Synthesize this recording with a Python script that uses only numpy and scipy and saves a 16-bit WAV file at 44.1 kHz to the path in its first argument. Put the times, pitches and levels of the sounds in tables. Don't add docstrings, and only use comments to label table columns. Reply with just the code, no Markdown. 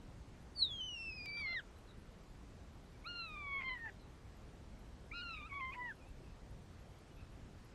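import sys
import numpy as np
from scipy import signal
from scipy.io import wavfile
from scipy.ndimage import uniform_filter1d

SR = 44100
rng = np.random.default_rng(int(sys.argv[2]) if len(sys.argv) > 2 else 0)


def undo_db(level):
    steps = np.asarray(level, float) / 20
    return 10 ** steps


def inscribe(sig):
    pcm = np.round(np.clip(np.atleast_2d(sig).T, -1, 1) * 32767)
    wavfile.write(sys.argv[1], SR, pcm.astype(np.int16))


N = 341334
DROPOUT_S = 1.2593


def evened(x):
    return x / np.sqrt(np.mean(x ** 2) + 1e-20)


def read(points, hz):
    f, value = np.transpose(points)
    return np.interp(np.log(hz + 1), np.log(f + 1), value)


def curves(rows):
    s, *columns = np.transpose(sorted(rows))
    t = np.arange(round(s[0] * SR), round(s[-1] * SR)) / SR
    return t, *(np.interp(t, s, c) for c in columns)


def span(t):
    start = round(t[0] * SR)
    return slice(start, start + len(t))


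def add(mix, s, sound):
    part = mix[round(s * SR):][:len(sound)]
    part += sound[:len(part)]


def add_bump(curve, s, length, size):
    add(curve, s - length / 2, np.multiply.outer(np.hanning(round(length * SR)), size))


def wander(hz):
    smooth = signal.butter(2, hz, fs=SR, output="sos")
    return evened(signal.sosfiltfilt(smooth, rng.standard_normal(N)))


def tone(db, turns):
    return np.sqrt(2) * undo_db(db) * np.cos(2 * np.pi * turns)


def resonate(x, hz, width):
    turn = np.exp(2j * np.pi * hz * np.arange(len(x)) / SR)
    r = np.exp(-np.pi * width / SR)
    return 2 * (turn * signal.lfilter([(1 - r) ** 2], [1, -2 * r, r ** 2], x / turn)).real


# (frequency [Hz], density [dB per Hz])
HUSH_SPECTRUM = [(18, -26.5), (27, -8.5), (45, 2.5), (90, -4.5), (170, -9), (320, -14.5), (700, -21),
                 (1440, -26.5), (2600, -32), (5100, -36.5), (9200, -40.5), (11400, -40), (13400, -47),
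                 (14000, -51.5), (15100, -52.5), (15500, -78.5)]
# (frequency [Hz], width [Hz], level [dB])
TREBLE_BANDS = [(10000, 270, -15.5), (11930, 350, -15), (12900, 250, 2), (11360, 140, 0.5)]


def hush():
    frames, hz = N // 512 + 5, np.fft.rfftfreq(2048, 1 / SR)
    a, b, patches = rng.standard_normal((frames, 1025, 3)).T
    patches = uniform_filter1d(patches, size=16, axis=0)
    patches = evened(uniform_filter1d(patches, size=8, axis=1))
    bands_db = sum(db * np.exp(-((hz - f) / w) ** 2) for f, w, db in TREBLE_BANDS)
    patchy_db = 1.2 - 0.6 * np.clip(hz / 12000, 0, 1)
    level_db = (read(HUSH_SPECTRUM, hz) + bands_db)[:, None] + patchy_db[:, None] * patches
    noise = signal.istft((a + 1j * b) * undo_db(level_db), nperseg=2048, noverlap=1536)[1][:N]
    return undo_db(-55.5) * evened(noise)


# (time [s], peak level [dB])
INSECT_TICKS = [(.2843, -83), (.4209, -80), (.5576, -81), (.6504, -79), (1.7843, -75.5), (1.9913, -80),
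                (2.114, -81.5), (2.295, -79.5), (2.5366, -83.5), (2.6653, -83), (2.835, -80), (3.045, -79),
                (3.2844, -77.5), (3.5494, -79), (4.367, -79), (4.7895, -78.5), (5.0544, -81), (5.5323, -82),
                (5.7825, -77.5), (5.9529, -78.5), (6.0841, -78.5), (6.2951, -81.5), (6.5056, -79.5),
                (6.6527, -80), (6.7965, -79.5), (6.985, -77), (7.1626, -80), (7.3158, -80), (7.5203, -81),
                (7.6445, -77), (3.77, -82), (4.015, -82), (4.16, -82)]


def insects():
    out, scratch = np.zeros(N), rng.standard_normal((len(INSECT_TICKS), 900))
    t = np.arange(900) / SR
    swell = t / 0.0025 * np.exp(1 - t / 0.0038)
    for (s, db), noise in zip(INSECT_TICKS, scratch):
        hz = 11260 + 80 * noise[0]
        add(out, s, undo_db(db - 3.0) * evened(resonate(noise, hz, 500)) * swell)
    return out


# (time [s], length [s], pitch jump [share], level [dB], even
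# partials [dB])
VOICE_CATCHES = [(0.561, .02, 0, 1.5, -6), (0.615, .045, .018, 1, -2.5), (1.612, .03, 0.036, -8, -1),
                 (1.461, 0.017, .012, 0, 1), (.624, .01, 0, 0.5, -8), (.628, .014, -.008, 1, 0),
                 (0.712, .04, .009, 2, -2), (0.771, 0.033, -0.00056, -3.5, 7),
                 (0.796, .02, 0.0059, -1, 1), (0.825, .02, 0.0099, -2, 1), (1.003, 0.077, .006, 0.2, 2),
                 (1.121, .04, -0.014, -3.5, 5.5), (1.207, .02, -.01, -0.5, 3),
                 (1.302, .08, -.011, 2, -1.5), (1.428, 0.023, .014, -0.5, -5),
                 (1.453, 0.018, .015, 0.5, 0), (0.632, 0.033, -0.014, 3.5, -14),
                 (0.68, 0.065, 0, -2, -6.5), (0.824, 0.074, -0.03, 4.5, -0.5),
                 (0.866, .08, 0.0058, 1.5, 5.5), (0.981, .08, -0.021, -2, 2),
                 (1.081, 0.12, 0.012, 3, -5.5), (1.136, 0.035, -.012, 4, -7),
                 (1.155, 0.063, .028, -7.5, 9.5), (1.244, 0.055, 0, -3.5, 3),
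                 (1.45, 0.053, -0.0062, 1, -6), (1.555, 0.065, -0.013, 2, -12),
                 (1.57, 0.036, -.04, 4, 4.5),
                 (3.072, .04, -0.035, -0.5, -1.5), (3.215, .02, 0.011, 3, -3.5),
                   (3.614, .04, -0.032, -1, 1.5), (3.038, 0.011, 0, -20, 3),
                   (3.05, 0.014, 0.022, -5.5, 6.5), (3.629, .014, 0.0063, -4, -9),
                   (3.701, 0.022, -0.015, -0.5, -2), (3.736, 0.017, 0.022, 3.5, -1),
                   (3.82, .03, 0, -3.5, 4), (3.888, .035, -0.018, 1, -11), (3.072, 0.043, 0.033, 9, -16.5),
                   (3.1, 0.081, -0.00049, 3, -2), (3.249, 0.069, 0.0148, -1, 4),
                   (3.344, 0.023, 0.017, -0.5, 2), (3.368, 0.036, -0.021, 4.5, -5),
                   (3.386, 0.04, 0.016, 2, -0.5), (3.54, 0.16, 0, 1.5, 2), (3.613, 0.028, 0.013, 0, -6.5),
                   (3.679, 0.063, 0.011, 3.5, 0), (3.705, 0.024, -0.014, -7, 10),
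                   (3.79, 0.042, -0.016, -2, 1), (3.8, 0.12, 0.021, -18, 18.5),
                   (3.855, 0.11, 0.0041, 3, 4.5), (3.66, .04, .012, 0, -1), (3.575, .04, -.008, 0, 0),
                   (3.047, .008, -0.0017, 1, 1),
                 (5.122, .03, 0.0028, 1, -15), (5.225, .02, 0.0427, -1, 1),
                      (5.314, 0.041, -.01, 1.5, 2), (5.345, 0.036, -.015, 3, 3.5),
                      (5.37, 0.019, -0.0205, -1, 7), (5.42, 0.057, -.015, 3.5, -7),
                      (5.453, .04, 0.043, -1, -4.5), (5.472, .036, .17, 2, -9.5),
                      (5.496, 0.071, 0, -20.5, 8.5), (5.565, 0.0847, .045, -2.5, 0.5),
                      (5.597, 0.04, .02, -0.5, -8.5), (5.729, 0.042, 0.12, -9, -9),
                      (5.743, 0.04, -0.16, -21, 2), (5.77, 0.043, -.02, -1.5, -22),
                      (5.793, 0.058, -.025, 6, -14), (5.87, 0.03, 0, 1.5, -4.5),
                      (5.485, .025, .05, 7, -19.5), (5.501, 0.013, .02, 1, 4.5),
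                      (5.536, 0.015, 0.0065, 2, -10), (5.713, 0.017, .02, -5.5, 1),
                      (5.73, 0.015, -.03, 7, -4.5), (5.744, .018, .05, 12, -2), (5.547, 0.0092, 0, -4, -4),
                      (5.815, 0.038, 0, 5.5, -6.5), (5.846, .016, 0, -4.5, 4), (5.861, .016, 0, 5, -4),
                      (5.915, .05, 0.032, -17.5, 21), (5.59, .035, .025, -0.5, 0),
                      (5.638, 0.036, 0, 1.5, 0), (5.398, .014, 0.028, -1.5, 2.5),
                      (5.303, .014, -0.0114, -1.5, 2.5)]
# (time [s], length [s], level [dB])
MOUTH_SHIFTS = [(3.132, 0.082, -4), (3.38, .02, -6.5), (3.448, 0.044, -6), (3.608, .02, -4.5),
                (3.63, .04, -14), (3.66, .03, 4.5), (3.702, 0.022, 6.5), (3.722, 0.017, -2),
                (5.383, 0.017, -6.5), (5.433, .04, 4.5), (5.475, 0.033, -17), (5.528, .03, -7),
                (5.547, .03, 7), (5.79, .03, -7), (5.814, .016, -8), (5.86, .016, 2.5), (.78, .09, 8),
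                (3.8, .04, 7)]
# (time [s], length [s], level [dB])
FOURTH_PARTIAL = [(3.11, .04, 5), (3.235, .14, -12), (3.33, .07, 7), (3.41, .07, 3), (3.6, .05, -8),
                  (3.66, .05, 0), (5.22, .06, -7.5), (5.278, .06, 8), (5.33, .04, 13), (5.36, .04, 4),
                  (5.432, .07, -6), (1.6, .05, -6), (1.29, .045, 7.5), (5.685, .07, -9), (5.86, .07, -9),
                  (5.915, .03, 7), (5.56, .06, 5), (3.57, .04, -3)]
EVEN_SHARE = [0, 0.9, 0.088, 0.73]
# (frequency [Hz], width [Hz], level [dB])
PASSAGE_BANDS = [(3536, 90, -5.5), (4040, 250, 8), (5370, 390, -0.5), (6294, 250, -12), (7100, 250, -27),
                 (8080, 320, 7), (8990, 450, 9), (13070, 3340, -27.5)]


def cry(rows, scoop, scoop_s, sag, *partials_db):
    t, hz, effort_db, even_db, bright_db = curves(rows)
    since, left = t - t[0], t[-1] - t
    catches = np.zeros((5, N))
    for s, length, *sizes in VOICE_CATCHES:
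        add_bump(catches[:3].T, s, length, sizes)
    for s, length, db in MOUTH_SHIFTS:
        add_bump(catches[3], s, length, db)
    for s, length, db in FOURTH_PARTIAL:
        add_bump(catches[4], s, length, db)
    jump, dip_db, tip_db, glint_db, fourth_db = catches[:, span(t)]

    hz = hz * (1 - scoop * np.exp(-(since / scoop_s) ** 2))
    hz = hz * (1 - sag * np.maximum(1 - left / 0.06, 0) ** 2) * (1 + jump)
    hz = hz * (1 - 0.045 * (t[0] < DROPOUT_S) * (t > DROPOUT_S))
    hz = uniform_filter1d(hz, size=200)

    attack_db, attack_s, overtones_late_s = -12, 0.019, 0.019
    db = effort_db + dip_db + attack_db * np.maximum(1 - since / attack_s, 0)
    db = db - 6 * np.maximum(1 - left / 0.023, 0)
    bright_db = bright_db + glint_db + attack_db * np.clip(2 - since / overtones_late_s, 0, 1)
    levels = []
    for k, own_db in enumerate((0, *partials_db)):
        passage_db = sum(g * np.exp(-(((k + 1) * hz - f) / w) ** 2) for f, w, g in PASSAGE_BANDS)
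        colour_db = EVEN_SHARE[k] * (even_db + tip_db) + k // 2 * bright_db + k // 3 * fourth_db
        levels.append(db + own_db + colour_db + passage_db)
    return t, hz, levels


# (time [s], pitch [Hz], effort [dB], lift of the even partials [dB], brightness [dB])
HIGH_CRY_PATH = [
    (0.546, 4540, -61.5, -24, 0),
    (0.593, 4500, -42, -8.5, -4),
    (.635, 3937, -39.5, -18.5, -8),
    (.715, 3345, -46.5, -6.5, -15.5),
    (.985, 2754, -48, 1, 1.5),
    (1.202, 2440, -50.5, 6.5, -7.5),
    (1.402, 2453, -46, 6, 14),
    (1.469, 2184, -42, -5.5, -14.5),
    (1.611, 2175, -46.5, 5.5, 4),
]
LOW_CRY_PATH = [
    (3.036, 1452, -59, 3.3, 2),
    (3.202, 1377, -53, 1, 5),
    (3.301, 1245, -59, 1.5, 2),
    (3.478, 1118, -54.5, 5, -3),
    (3.59, 1102, -52.5, 7.5, 1),
    (3.63, 1048, -56, 9.3, 0.5),
    (3.72, 1025, -53, 7.4, 6.5),
    (3.791, 917, -64, 11.8, -5),
    (3.906, 886, -60, 5.8, -2.5),
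]
BROKEN_CRY_PATH = [
    (5.12, 1372, -53, -10.5, 4),
    (5.189, 1419, -52, 0, 4.5),
    (5.3, 1374, -52, -1.5, 2),
    (5.375, 1242, -61, 1, 12),
    (5.525, 1111, -52.5, 6, -1.5),
    (5.614, 1048, -45.5, -.5, -3.5),
    (5.703, 1042, -49, -2, -0.5),
    (5.829, 992, -57, 12, -7.5),
    (5.927, 927, -58, 10, 11.5),
]
# (scoop up into the pitch [share], scoop time [s], final sag [share],
# partial 2 [dB], partial 3 [dB], partial 4 [dB])
CRY_VOICES = [
    (-0.068, 0.015, 0.4, -12.5, -33, -44.5),
    (0.27, 0.027, 0.14, 1.5, -8.5, -29),
    (.11, 0.0161, 0.26, 0.5, -15.5, -33.5),
]


def cries(uneven, tremble, shimmer_db, throb):
    out, turns, pitch = np.zeros((3, N))
    slip = wander(220)
    for rows, voice in zip((HIGH_CRY_PATH, LOW_CRY_PATH, BROKEN_CRY_PATH), CRY_VOICES):
        t, hz, levels = cry(rows, *voice)
        at = span(t)
        pitch[at] = hz * (1 + 0.0039 * tremble[at])
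        turns[at] = np.cumsum(pitch[at]) / SR + 0.085 * (uneven * slip)[at]
        if t[0] < DROPOUT_S:
            turns[at] += np.where(t < DROPOUT_S, 0.31, 0.0) - turns[round(DROPOUT_S * SR)]
        stack = np.zeros(len(t))
        for k, db in enumerate(levels):
            db = db - 2 * np.maximum(-83 - db, 0)
            beats = 1 + min(k + 0.11, 1) * (uneven * throb)[at]
            stack += tone(db + 0.9 * shimmer_db[at], (k + 1) * turns[at]) * beats
        out[at] = stack * signal.windows.tukey(len(t), 0.012)
    return out, turns, pitch


# (time [s], length [s], start pitch [Hz], end pitch [Hz], level [dB])
BIRD_CHIRPS = [(.665, .05, 2560, 2420, -72), (.74, .09, 4160, 3920, -73), (1.75, .035, 3890, 4130, -76),
               (1.87, .047, 4200, 3580, -72.5), (1.9, .027, 3650, 4150, -69), (2.85, .025, 3850, 4050, -76),
               (2.935, .03, 2390, 2240, -74), (3.99, .06, 4280, 3690, -74), (6.238, .014, 3200, 1950, -70),
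               (7.155, .045, 2660, 2540, -77), (7.18, .055, 2580, 2535, -75.5),
               (7.185, .035, 2620, 2760, -76.5), (7.22, .05, 2610, 2560, -79),
               (6.285, .05, 2450, 2750, -79), (7.09, .06, 2960, 2900, -79), (5.96, .03, 3150, 2900, -80),
               (5.96, .065, 3000, 2430, -78), (6.005, .05, 2480, 2430, -72), (6.035, .075, 2440, 2760, -76),
               (6.22, .08, 2790, 2390, -76)]


def birds():
    out, fray = np.zeros(N), wander(hz=90)
    for s, length, start_hz, end_hz, db in BIRD_CHIRPS:
        u = np.linspace(0, 1, round(length * SR))
        hz = start_hz + (end_hz - start_hz) * u
        add(out, s, tone(db, np.cumsum(hz) / SR) * np.sin(np.pi * u))
    return out * (1 + 0.45 * fray)


# (time [s], length [s], breath level [dB], unevenness [0-1])
VOICE_BREAKS = [(1.262, 0.0051, -58, 0.05), (1.284, 0.017, -64.5, 0.1), (1.303, 0.0072, -72.5, .05),
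                (1.346, 0.012, -67.5, 0.05), (3.061, 0.048, -76, 0.3), (3.591, 0.0062, -62.5, 0.5),
                (3.62, 0.07, -59, 0.4), (3.692, 0.04, -65, 0.15), (3.79, 0.066, -71, 0.32),
                (3.886, 0.045, -66, 0.4), (5.302, 0.15, -82, 0.13), (5.395, 0.13, -83, 0.2),
                (5.499, 0.032, -69.5, 0.2), (5.532, 0.038, -74.5, 0.4), (5.607, 0.032, -67, 0.25),
                (5.74, 0.055, -63.5, 0.6), (3.62, .012, -59.5, .2), (3.636, .02, -61, .2),
                (3.755, .025, -66, 0.1), (3.859, 0.022, -67, .2), (5.345, .025, -70, .1),
                (5.376, 0.026, -70, .1), (5.419, 0.023, -70, .1), (5.65, .015, -68, 0.2)]


def uneven_beats():
    uneven = np.zeros(N)
    for s, length, _, share in VOICE_BREAKS:
        add_bump(uneven, s, length, share)
    return uneven


# (frequency [Hz], width [Hz], level [dB])
NARROW_THROAT = [(3820, 170, 0)]
# (frequency [Hz], width [Hz], level [dB])
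OPEN_THROAT = [(1480, 820, 5.5), (2270, 980, 6.5), (2870, 260, -34), (4230, 790, -10)]


def breath():
    out = np.zeros(N)
    noises = rng.standard_normal((len(VOICE_BREAKS), 5000))
    for (s, length, db, _), noise in zip(VOICE_BREAKS, noises):
        throat = NARROW_THROAT if s < 2 else OPEN_THROAT
        puff = evened(sum(undo_db(g) * resonate(noise, f, w) for f, w, g in throat))[:round(length * SR)]
        grain = evened(uniform_filter1d(noise[::-1], size=90))[:len(puff)]
        puff = puff * np.maximum(1 + 0.6 * grain, 0)
        add(out, s - length / 2, undo_db(db) * puff * np.hanning(len(puff)))
    return signal.sosfilt(signal.butter(4, 6000, fs=SR, output="sos"), out)


# (time [s], share of the pitch [share], level [dB])
FLUTTER_PATH = [
    (1.366, .4, -68),
    (1.395, .4, -69),
    (1.42, .47, -68),
    (1.435, .49, -75),
    (1.456, .47, -73),
    (1.468, .38, -71),
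    (1.5, .33, -68),
    (1.532, .34, -67),
    (1.544, .46, -70),
    (1.56, .4, -79),
]
SIDE_PLACES = [(0, 1), (1, -1), (1, 1), (2, -1), (2, 1), (3, -1), (0, 2), (1, 2)]
SIDE_LEVELS = [0.5, 4.5, 3.5, 4, -9, -9, -1, -6]


def flutter(turns, pitch, tremble, shimmer_db, throb):
    out = np.zeros(N)
    t, share, db = curves(FLUTTER_PATH)
    at = span(t)
    side_turns = np.cumsum(pitch[at] * (share + 0.012 * tremble[at])) / SR
    for (k, side), side_db in zip(SIDE_PLACES, SIDE_LEVELS):
        own_shimmer_db = 2.2 * np.roll(shimmer_db, 3000 * (k + 3 * side))[at]
        out[at] += tone(db + side_db + own_shimmer_db, k * turns[at] + side * side_turns)
    out[at] *= signal.windows.tukey(len(t), 0.08) * (1 + 0.25 * throb[at])
    return out


BLEND_TONES = [(1, 1), (2, 0)]
BLEND_LEVELS = [-3, -12]


def membrane(rows, turns, jitter):
    out = np.zeros(N)
    t, hz, db, coupling_db = curves(rows)
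    at = span(t)
    second = np.cumsum(hz * (1 + jitter[at])) / SR
    sound = tone(db, second)
    for (a, b), blend_db in zip(BLEND_TONES, BLEND_LEVELS):
        sound += tone(db + coupling_db + blend_db, a * second + b * turns[at])
    out[at] = sound * signal.windows.tukey(len(t), 0.2)
    return out


# (time [s], length [s], start pitch [Hz], end pitch [Hz], level [dB])
SQUEAK_GLIDES = [(3.603, 0.025, 2450, 2250, -54), (3.876, 0.023, 1990, 1850, -52.5),
                 (5.334, 0.019, 2780, 2700, -52), (5.366, .036, 2200, 2600, -52.5),
                 (5.394, 0.047, 2400, 2400, -58), (5.408, 0.022, 2880, 2830, -65.5),
                 (5.733, .014, 2870, 2850, -62), (5.741, 0.015, 2600, 2660, -60),
                 (5.493, 0.02, 2570, 2500, -64.5), (5.733, .016, 2800, 1800, -52.5),
                 (5.586, 0.023, 2250, 2660, -56.5), (5.721, 0.021, 2450, 2560, -51),
                 (5.744, 0.024, 2260, 2050, -55.5), (5.737, 0.016, 2100, 1900, -56),
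                 (5.37, .02, 2680, 2300, -60), (5.342, .016, 2850, 2780, -60),
                 (5.376, .014, 2230, 2180, -58), (5.29, .02, 2480, 2440, -66),
                 (3.616, 0.013, 2650, 2500, -62), (3.89, .016, 1900, 1550, -58.5)]


def squeaks(turns, jitter):
    out = np.zeros(N)
    for s, length, start_hz, end_hz, db in SQUEAK_GLIDES:
        rows = []
        for u in np.linspace(0, 1, 7):
            hz = start_hz + u * (end_hz - start_hz)
            rows.append((s + u * length, hz, db - 7.5 * (2 * u - 1) ** 2, -28))
        out += membrane(rows, turns, 0.017 * jitter)
    return out


# (time [s], pitch [Hz], level [dB], coupling to the first [dB])
SECOND_PATH = [
    (5.108, 1770, -73, -20),
    (5.113, 1984, -50, -23),
    (5.12, 2380, -47.5, -30.5),
    (5.13, 2330, -52, -24),
    (5.14, 2500, -57, -6.5),
    (5.18, 2563, -53, -1.5),
    (5.215, 2410, -62.5, 6),
    (5.225, 2400, -92.5, 0),
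]


def second_membrane(turns, jitter):
    return membrane(SECOND_PATH, turns, 0.005 * jitter)


def animal():
    tremble, shimmer_db, jitter, throb = (wander(hz) for hz in (59.0, 73.6, 150, 200))
    voice, turns, pitch = cries(uneven_beats(), tremble, shimmer_db, throb)
    voice = voice + breath() + flutter(turns, pitch, tremble, shimmer_db, throb)
    return voice + squeaks(turns, jitter) + second_membrane(turns, jitter)


# (frequency [Hz], decay time to -60 dB [s])
YARD_DECAY = [(500, 0.11), (2000, 0.11), (5000, 0.13), (10000, 0.14)]


def yard(x):
    taps = np.zeros(SR // 2)
    at = np.arange(300, len(taps) - 20, 20)
    taps[at + rng.integers(0, 20, len(at))] = rng.choice([-1., 1.], len(at))
    hz, t, z = signal.stft(taps, SR, nperseg=256)
    tail = signal.istft(z * undo_db(-60 * t / read(YARD_DECAY, hz)[:, None]), SR, nperseg=256)[1]
    return signal.fftconvolve(x, tail / np.linalg.norm(tail))[:N]


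# (frequency [Hz], threshold over the usual floor [dB])
DROP_THRESHOLD = [(3000, -15), (5000, -5), (8000, 0), (10000, 4.5), (13300, 4.5), (14300, 8.5)]
# (frequency [Hz], depth [dB])
HIDING_DEPTH = [(3000, 110), (4500, 48), (5500, 33), (9000, 27)]


def thrifty(x):
    hz, t, z = signal.stft(x, SR, nperseg=2304)
    power_db = 10 * np.log10(abs(z) ** 2 + 1e-16)
    slope_db = 7.7 * hz[:, None] / 1000
    hidden_db = np.maximum.accumulate(power_db + slope_db, axis=0) - slope_db
    hidden_db = hidden_db - read(HIDING_DEPTH, hz)[:, None]
    busy_db = np.clip(power_db[hz > 800].max(axis=0) + 56.5, 0, 18)
    usual_db = np.median(power_db, axis=1) + read(DROP_THRESHOLD, hz)
    loud_db = usual_db[:, None] + 0.55 * busy_db * (hz < 9600)[:, None]
    threshold_db = np.maximum(hidden_db, loud_db)
    kept = 1 / (1 + undo_db(8 * (threshold_db - power_db)))
    return signal.istft(z * kept, SR, nperseg=2304)[1][:N]


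def scene():
    voice, far = animal(), birds()
    near = voice + undo_db(-15.5) * yard(voice)
    return (hush() + insects() + near + far + undo_db(-4) * yard(far))[None]


def roll_off(x):
    return signal.sosfilt(signal.butter(12, 16300, fs=SR, output="sos"), x)


def record(dry):
    thinned = thrifty(dry[0])
    edge = np.exp(-np.arange(40) / SR / 0.00005)
    add(thinned, DROPOUT_S, undo_db(-38) * edge)
    return roll_off(thinned[None])


dry = scene()
out = record(dry)
inscribe(out)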